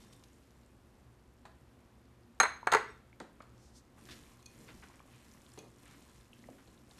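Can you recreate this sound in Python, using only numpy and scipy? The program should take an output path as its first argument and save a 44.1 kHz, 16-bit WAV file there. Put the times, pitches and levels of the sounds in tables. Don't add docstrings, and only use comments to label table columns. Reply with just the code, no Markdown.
import sys
import numpy as np
from scipy import signal
from scipy.fft import rfft, irfft, next_fast_len
from scipy.io import wavfile
from scipy.ndimage import map_coordinates

SR = 44100
rng = np.random.default_rng(int(sys.argv[2]) if len(sys.argv) > 2 else 0)


def to_wav(sig):
    pcm = np.clip(np.atleast_2d(sig), -1, 1) * 32767
    pcm = np.round(pcm).astype(np.int16)
    wavfile.write(sys.argv[1], SR, pcm.T)


N = 308259
TIME = np.arange(N) / SR
RING_TIME = TIME[:SR // 2]

# frequency in Hz, relative level in dB per Hz.
AIR_SPECTRUM = [(13, -54), (22, -20.5), (49, -3.5), (72, 2), (91, -11), (123, 2), (148, -12.5), (234, -5),
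                (434, -15.5), (470, -15.5), (615, -17.5), (997, -19.5), (2690, -29.5), (6200, -37),
                (13500, -40.5)]
# frequency in Hz, mean level in dB.
HUM_TONES = [(64, -74.5), (120, -74.5), (238, -77.5), (355, -77.5), (472, -84), (531, -85)]
# frequency in Hz, t60 in s.
ROOM_DECAY = [(200, 0.63), (600, 0.27), (1400, 0.41), (4000, 0.41), (7000, 0.31), (13000, 0.28),
              (14500, 0.22)]

# frequency in Hz, relative level in dB per Hz.
BROTH_SPECTRUM = [(25, -1), (55, -3.5), (110, 5), (280, 7), (550, -6), (1100, -20), (2200, -15.5),
                  (4000, -24)]
# frequency in Hz, relative level in dB per Hz.
WET_SPECTRUM = [(600, -10.5), (1100, 7.5), (1600, -13), (2200, -4), (4000, 1.5), (8000, 11.5), (10500, 8.5),
                (13500, 2)]
# start in seconds, length in s, wet crackle in dB,
# moving broth in dB.
STROKES = [(3.96, 0.3, -63.5, -58.5), (4.483, .37, -65, -57), (5.05, 0.51, -66, -67.5),
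           (5.765, 0.3, -64.5, -63.5), (6.313, 0.4, -69.5, -61.5), (6.86, 0.25, -66, -67)]
STROKE_RISE_S = 0.018
SETTLE_T60_S = 1.66
SURGE_SHARE = 0.57
POUR_DB, POUR_T60_S = -67, 3.6
POUR_WASH_DB, POUR_WASH_T60_S = -65, 2.7
REST_DB = -83

# start in seconds, level in dB, length in s,
# centre of the band in Hz.
SQUELCHES = [(0, -66.5, 0.06, 6540), (0.124, -63, .025, 7400), (0.237, -57.5, 0.0085, 8050),
             (3.975, -62, 0.022, 1200), (4.086, -53, 0.044, 2900), (4.104, -58, .09, 5640),
             (4.678, -56, 0.048, 2160), (4.822, -56, 0.039, 1700), (4.898, -66, .11, 1390),
             (5.105, -68, .15, 2600), (5.842, -64, 0.16, 2320), (6.579, -62, 0.04, 1420),
             (6.981, -57.5, .03, 3520)]
# start in seconds, level in dB, centre in Hz.
SNAPS = [(4.872, -51, 2000), (5.3145, -48.5, 5800), (5.3375, -49, 5800), (5.464, -47.5, 3800),
         (5.518, -49, 4600), (5.5365, -44.5, 7900), (6.21, -53, 3700), (6.3312, -41, 2850),
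         (6.7767, -52, 3600), (6.9118, -44.5, 3650)]
# start in seconds, level in dB, initial pitch in Hz, t60 in s.
PLOPS = [(2.630, -39.5, 947, 0.032), (3.129, -49.5, 2170, 0.011), (4.900, -46, 980, 0.018),
         (4.994, -48.5, 2300, 0.011), (5.003, -46, 1070, 0.017), (5.055, -51, 570, 0.022),
         (5.374, -57, 1880, 0.018), (6.44, -52, 1940, 0.022), (6.4875, -37, 565, 0.022),
         (6.494, -51.5, 258, 0.22)]
# peak in seconds, level in dB, half width in s.
SWISHES = [(3.65, -71, 0.055), (3.774, -62.5, 0.019)]
# start in seconds,
# length in s, level in dB.
RUBS = [(0, 0.17, -77), (2.862, .05, -70)]
# frequency in Hz, relative level in dB.
RUB_MODES = [(3615, -3), (5600, -4.5), (8060, -4)]
# start in seconds, level in dB.
TICKS = [(4.427, -55.5), (4.4588, -48.5), (4.4622, -44), (5.589, -44)]
# frequency in Hz, relative level in dB, t60 in s.
POT_MODES = [(2470, -11, 0.073), (3400, -19, 0.11), (4320, -5, 0.016), (6060, -13.5, 0.046),
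             (6440, -2.5, 0.015)]
# start in seconds, knock in dB, centre in Hz,
# click in dB, boom in dB, t60 of knock and click in s.
KNOCKS = [(1.4525, -49, 830, -59.5, -60, 0.097), (3.2008, -56, 910, -44.5, -45, 0.016),
          (3.203, -38.5, 750, -59.5, -43.5, 0.044), (3.214, -57.5, 600, -62, -47, 0.1),
          (3.4042, -42.5, 950, -72, -49, 0.028), (3.4206, -60.5, 1200, -57, -70, 0.025),
          (4.689, -55, 414, -72, -50.5, 0.05), (5.575, -52, 526, -57.5, -51.5, 0.15),
          (5.635, -58, 474, -80, -60, .15), (6.674, -61, 600, -62, -55, 0.052)]

# start in seconds, knock in dB, ceramic ring in dB, crack in dB,
# knock tilt in dB per octave, how far it is seated on its foot from 0 to 1.
BOWL_CONTACTS = [(2.4001, -15.5, -15.5, -25.5, 11, 0.11), (2.4029, -19, -31.5, -31, 2, 0.8),
                 (2.4314, -21, -28, -36.5, 3, 0.03), (2.4518, -26, -59, -52.5, 6.5, 0.5),
                 (2.6704, -21.5, -35, -38.5, -1.5, 0.6), (2.7181, -31.5, -35, -30, 8.5, 1),
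                 (2.7223, -19.5, -28.5, -28, -1, 0.7), (2.7345, -16.5, -25, -31.5, -1.5, 1),
                 (2.7476, -18, -31.5, -28, -6.5, 0.7), (2.768, -28.5, -49, -42, 7, 1)]
# frequency in Hz, relative level in dB, t60 in s.
WORKTOP_MODES = [(429, -3, .075), (513, -9, .06), (725, -6, .05), (888, -2, .06), (963, -2, .06),
                 (1118, -3, .055), (1188, -4, .055), (1362, 0, .06), (1402, -2, .06), (1525, 0, .05),
                 (1620, -2, .05), (1820, -3, .05), (1990, -2, .045), (2240, -6, .045)]
# frequency in Hz, relative level in dB, t60 in s.
CERAMIC_MODES = [(2720, -21, .08), (3600, -19, .07), (3860, -16, .05), (4080, -11, .14), (4135, -8, .07),
                 (4190, -12, .08), (6436, 0, .055), (7635, -21, .06), (8130, -13, .07), (9008, -24, .09),
                 (10095, -22, .09), (10385, -29, .1), (12700, -31, .05), (13000, -32, .05)]
# frequency in Hz, relative level in dB per Hz.
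THUD_SPECTRUM = [(60, -23), (200, -19), (400, -7.5), (900, 7), (1900, 3), (2900, -14), (5000, -37),
                 (9000, -48.5), (14000, -64)]
# frequency in Hz, relative level in dB per Hz.
CRACK_SPECTRUM = [(300, -14.5), (1500, -1), (4300, 5), (5400, -5), (8100, -1.5), (9400, -9.5),
                  (10200, -15.5), (11600, -17), (13100, -16), (14300, -20.5)]

QUIET_TOP_HZ = 13650
TOP_HZ = 15200


def amp(db):
    return 10 ** (np.asarray(db) / 20)


def unit(x):
    return x / np.sqrt(np.mean(x ** 2) + 1e-20)


def along(points, hz):
    point_hz, values = np.transpose(points)
    return np.interp(np.log(hz + 1), np.log(point_hz), values)


def wobble(rate):
    knots = rng.standard_normal(int(N * rate / SR) + 4)
    return map_coordinates(knots, [TIME * rate])


def since(s):
    return np.maximum(TIME - s, 0)


def dying(s, t60):
    return np.exp(-np.log(1000) * since(s) / t60)


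def filtered(x, gain):
    size = next_fast_len(len(x) + 8192)
    hz = np.fft.rfftfreq(size, 1 / SR)
    return irfft(rfft(x, size) * gain(hz), size)[:len(x)]


def coloured(x, spectrum):
    return unit(filtered(x, lambda hz: amp(along(spectrum, hz))))


def hump(x, centre_hz, octaves):
    return unit(filtered(x, lambda hz: np.exp(-.5 * (np.log2((hz + 1) / centre_hz) / octaves) ** 2)))


def hiss():
    return rng.standard_normal(len(RING_TIME))


def fade(t60, attack):
    return np.exp(-np.log(1000) * RING_TIME / t60) * (1 - np.exp(-RING_TIME / attack))


def burst(noise, t60, attack):
    envelope = fade(t60, attack)
    return unit(noise * envelope) * np.sqrt(np.mean(envelope ** 2))


def ring(modes, attack, tilt_db=0):
    hz, db, t60 = np.transpose(modes)
    tilt = tilt_db * np.log2(hz / np.median(hz))
    strength = amp(db + rng.standard_normal(len(hz)) + tilt)
    phase = rng.random((len(hz), 1))
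    waves = np.sin(2 * np.pi * (hz[:, None] * RING_TIME + phase))
    return strength @ (waves * fade(t60[:, None], attack)) / np.linalg.norm(amp(db))


def add(track, s, sound):
    part = track[round(s * SR):][:len(sound)]
    part += sound[:len(part)]


def in_kitchen(x, room_db, build_up_s=0.0072):
    hz, t, bands = signal.stft(hiss(), SR, nperseg=256)
    decay = np.exp(-np.log(1000) * t / along(ROOM_DECAY, hz)[:, None])
    tail = signal.istft(bands * decay, SR, nperseg=256)[1][:len(RING_TIME)]
    tail = tail * (1 - np.exp(-(RING_TIME / build_up_s) ** 2))
    return x + amp(room_db) * signal.fftconvolve(x, tail / np.linalg.norm(tail))[:len(x)]


def in_pot(x):
    walls = fade(t60=.04, attack=.001) * hiss()
    return x + amp(-10) * signal.fftconvolve(x, walls / np.linalg.norm(walls))[:len(x)]


def grains(count, centre_hz, spread, cycles, size_db):
    when, rank = rng.random((count, 2)).T
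    hz = centre_hz * np.exp(spread * rng.standard_normal((count, 1)))
    hz = np.clip(hz, 300, SR / 3)
    steps = np.arange(200)
    turns = hz * steps / SR
    size = amp(-size_db * np.log(rank + .01))[:, None]
    waves = size * np.sin(2 * np.pi * turns) * np.exp(-turns / cycles)
    places = (when * N).astype(int)[:, None] + steps
    return unit(np.bincount(places.ravel(), waves.ravel(), N)[:N])


def background():
    simmer = amp(-86) * grains(count=260, centre_hz=7500, spread=.3, cycles=1.5, size_db=2.5)
    hum = np.zeros(N)
    for hz, db in HUM_TONES:
        tone = np.sqrt(2) * np.sin(2 * np.pi * hz * TIME + .5 * wobble(1.4))
        hum += amp(db + wobble(8.8)) * tone
    air = amp(-62.0 + 0.58 * wobble(4)) * coloured(rng.standard_normal(N), AIR_SPECTRUM)
    return simmer + hum + air


def motion():
    florets = amp(REST_DB) ** 2 + (amp(POUR_DB) * dying(0, POUR_T60_S)) ** 2
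    broth = (amp(POUR_WASH_DB) * dying(0, POUR_WASH_T60_S)) ** 2
    for s, length, crackle_db, broth_db in STROKES:
        push = (1 - np.exp(-since(s) / STROKE_RISE_S)) * dying(s + length, SETTLE_T60_S)
        surge = np.exp(-np.abs(TIME - s - length / 2) / (SURGE_SHARE * length)) * (TIME > s)
        florets = florets + (amp(crackle_db) * push) ** 2
        broth = broth + (amp(broth_db) * surge) ** 2
    return np.sqrt(florets), np.sqrt(broth)


def stirring():
    fine = coloured(grains(count=6500, centre_hz=4200, spread=.8, cycles=.7, size_db=3.8), WET_SPECTRUM)
    pops = grains(count=900, centre_hz=7000, spread=.45, cycles=1.5, size_db=3.6)
    pockets = grains(count=1100, centre_hz=1900, spread=.4, cycles=2.5, size_db=3)
    fizz = grains(count=5000, centre_hz=12000, spread=.15, cycles=1.5, size_db=3)
    mush = hump(grains(count=9000, centre_hz=2500, spread=.6, cycles=1, size_db=3), 2500, octaves=.6)
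    clumps = amp(wobble(35))
    florets, broth = motion()
    crackle = florets * clumps * (amp(-5.5) * fine + amp(-13) * pops + amp(-12.0) * pockets)
    froth = florets * amp(.8 * wobble(20)) * (amp(-13.5) * fizz + amp(-13) * mush)
    wash = broth * amp(wobble(14)) * coloured(rng.standard_normal(N), BROTH_SPECTRUM)
    return in_kitchen(in_pot(crackle + froth), room_db=-7.0) + wash


def squelches():
    out = np.zeros(N)
    froth = grains(count=16000, centre_hz=3360, spread=1.0, cycles=0.25, size_db=2.2)
    for s, db, length, hz in SQUELCHES:
        age = since(s) / (length / 4)
        out += amp(db) * age * np.exp(1 - age) * hump(froth, hz, octaves=1.08)
    return in_kitchen(out, room_db=-11)


def snaps():
    out = np.zeros(N)
    for s, db, hz in SNAPS:
        tick = burst(hump(hiss(), hz, octaves=0.25), t60=0.0087, attack=0.001)
        add(out, s, amp(db) * tick)
    return in_kitchen(out, room_db=-10.0)


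def plops():
    out = np.zeros(N)
    for s, db, hz, t60 in PLOPS:
        pitch = hz * (1 + 0.1 * np.minimum(RING_TIME / t60, 1))
        note = np.sin(2 * np.pi * np.cumsum(pitch) / SR) * fade(t60, attack=0.42 / hz)
        splash = burst(hump(hiss(), hz, octaves=0.39), t60, attack=0.00093)
        add(out, s, amp(db) * (note + amp(-5.5) * splash))
    return in_kitchen(out, room_db=-9.0)


def swishes():
    swell = sum(amp(db) * np.exp(-.5 * ((TIME - s) / width) ** 2) for s, db, width in SWISHES)
    brushing = hump(rng.standard_normal(N), 5600, octaves=0.55)
    return in_kitchen(swell * brushing, room_db=-14.5)


def rubs():
    feed = np.zeros(N)
    for s, length, db in RUBS:
        feed += amp(db) * (1 - np.exp(-since(s) / .01)) * dying(s + length, t60=0.24)
    song = sum(amp(db) * hump(rng.standard_normal(N), hz, octaves=.012) for hz, db in RUB_MODES)
    return feed * unit(song)


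def pot_ticks():
    out = np.zeros(N)
    for s, db in TICKS:
        scratch = burst(hump(hiss(), 6100, octaves=0.64), t60=0.0071, attack=0.00018)
        add(out, s, amp(db) * (ring(POT_MODES, attack=0.00025) + amp(-1.0) * scratch))
    return in_kitchen(out, room_db=-11)


def knocks():
    out = np.zeros(N)
    for s, db, hz, click_db, boom_db, t60 in KNOCKS:
        thump = burst(hump(hiss(), hz, octaves=0.76), t60, attack=0.00058)
        click = burst(coloured(hiss(), CRACK_SPECTRUM), t60, attack=0.00034)
        boom = burst(hump(hiss(), 237, octaves=0.86), 1.33 * t60, attack=0.0018)
        contact = amp(db) * thump + amp(click_db) * click + amp(boom_db) * boom
        add(out, s, in_kitchen(contact, room_db=-7.5))
    return out


def bowl():
    out = np.zeros(N)
    hz, db, t60 = np.transpose(CERAMIC_MODES)
    for s, knock_db, ring_db, crack_db, tilt_db, seated in BOWL_CONTACTS:
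        thud = burst(coloured(hiss(), THUD_SPECTRUM), t60=0.054, attack=0.0017)
        boom = burst(hump(hiss(), 210, octaves=.7), t60=0.082, attack=0.0038)
        knock = ring(WORKTOP_MODES, attack=0.001, tilt_db=tilt_db) + amp(0.5) * thud + amp(-27.5) * boom
        crack = burst(coloured(hiss(), CRACK_SPECTRUM), t60=.025, attack=0.0003)
        blow = amp(knock_db) * knock + amp(crack_db) * crack
        add(out, s, in_kitchen(blow, room_db=-10.5, build_up_s=0.004))
        modes = np.transpose([hz + 120 * seated, db, t60 / (1 + 1.2 * seated)])
        wall = ring(modes, attack=0.0006, tilt_db=7.2 * seated)
        add(out, s, in_kitchen(amp(ring_db) * wall, room_db=-10.5, build_up_s=.005))
    return out


def scene():
    quiet = background() + stirring() + squelches() + snaps() + plops()
    quiet = quiet + swishes() + rubs() + pot_ticks() + knocks()
    return (filtered(quiet, lambda hz: hz < QUIET_TOP_HZ) + bowl())[None]


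def record(dry):
    low_pass = signal.ellip(10, .1, 90, TOP_HZ, fs=SR, output="sos")
    return signal.sosfilt(low_pass, dry)


dry = scene()
out = record(dry)
to_wav(out)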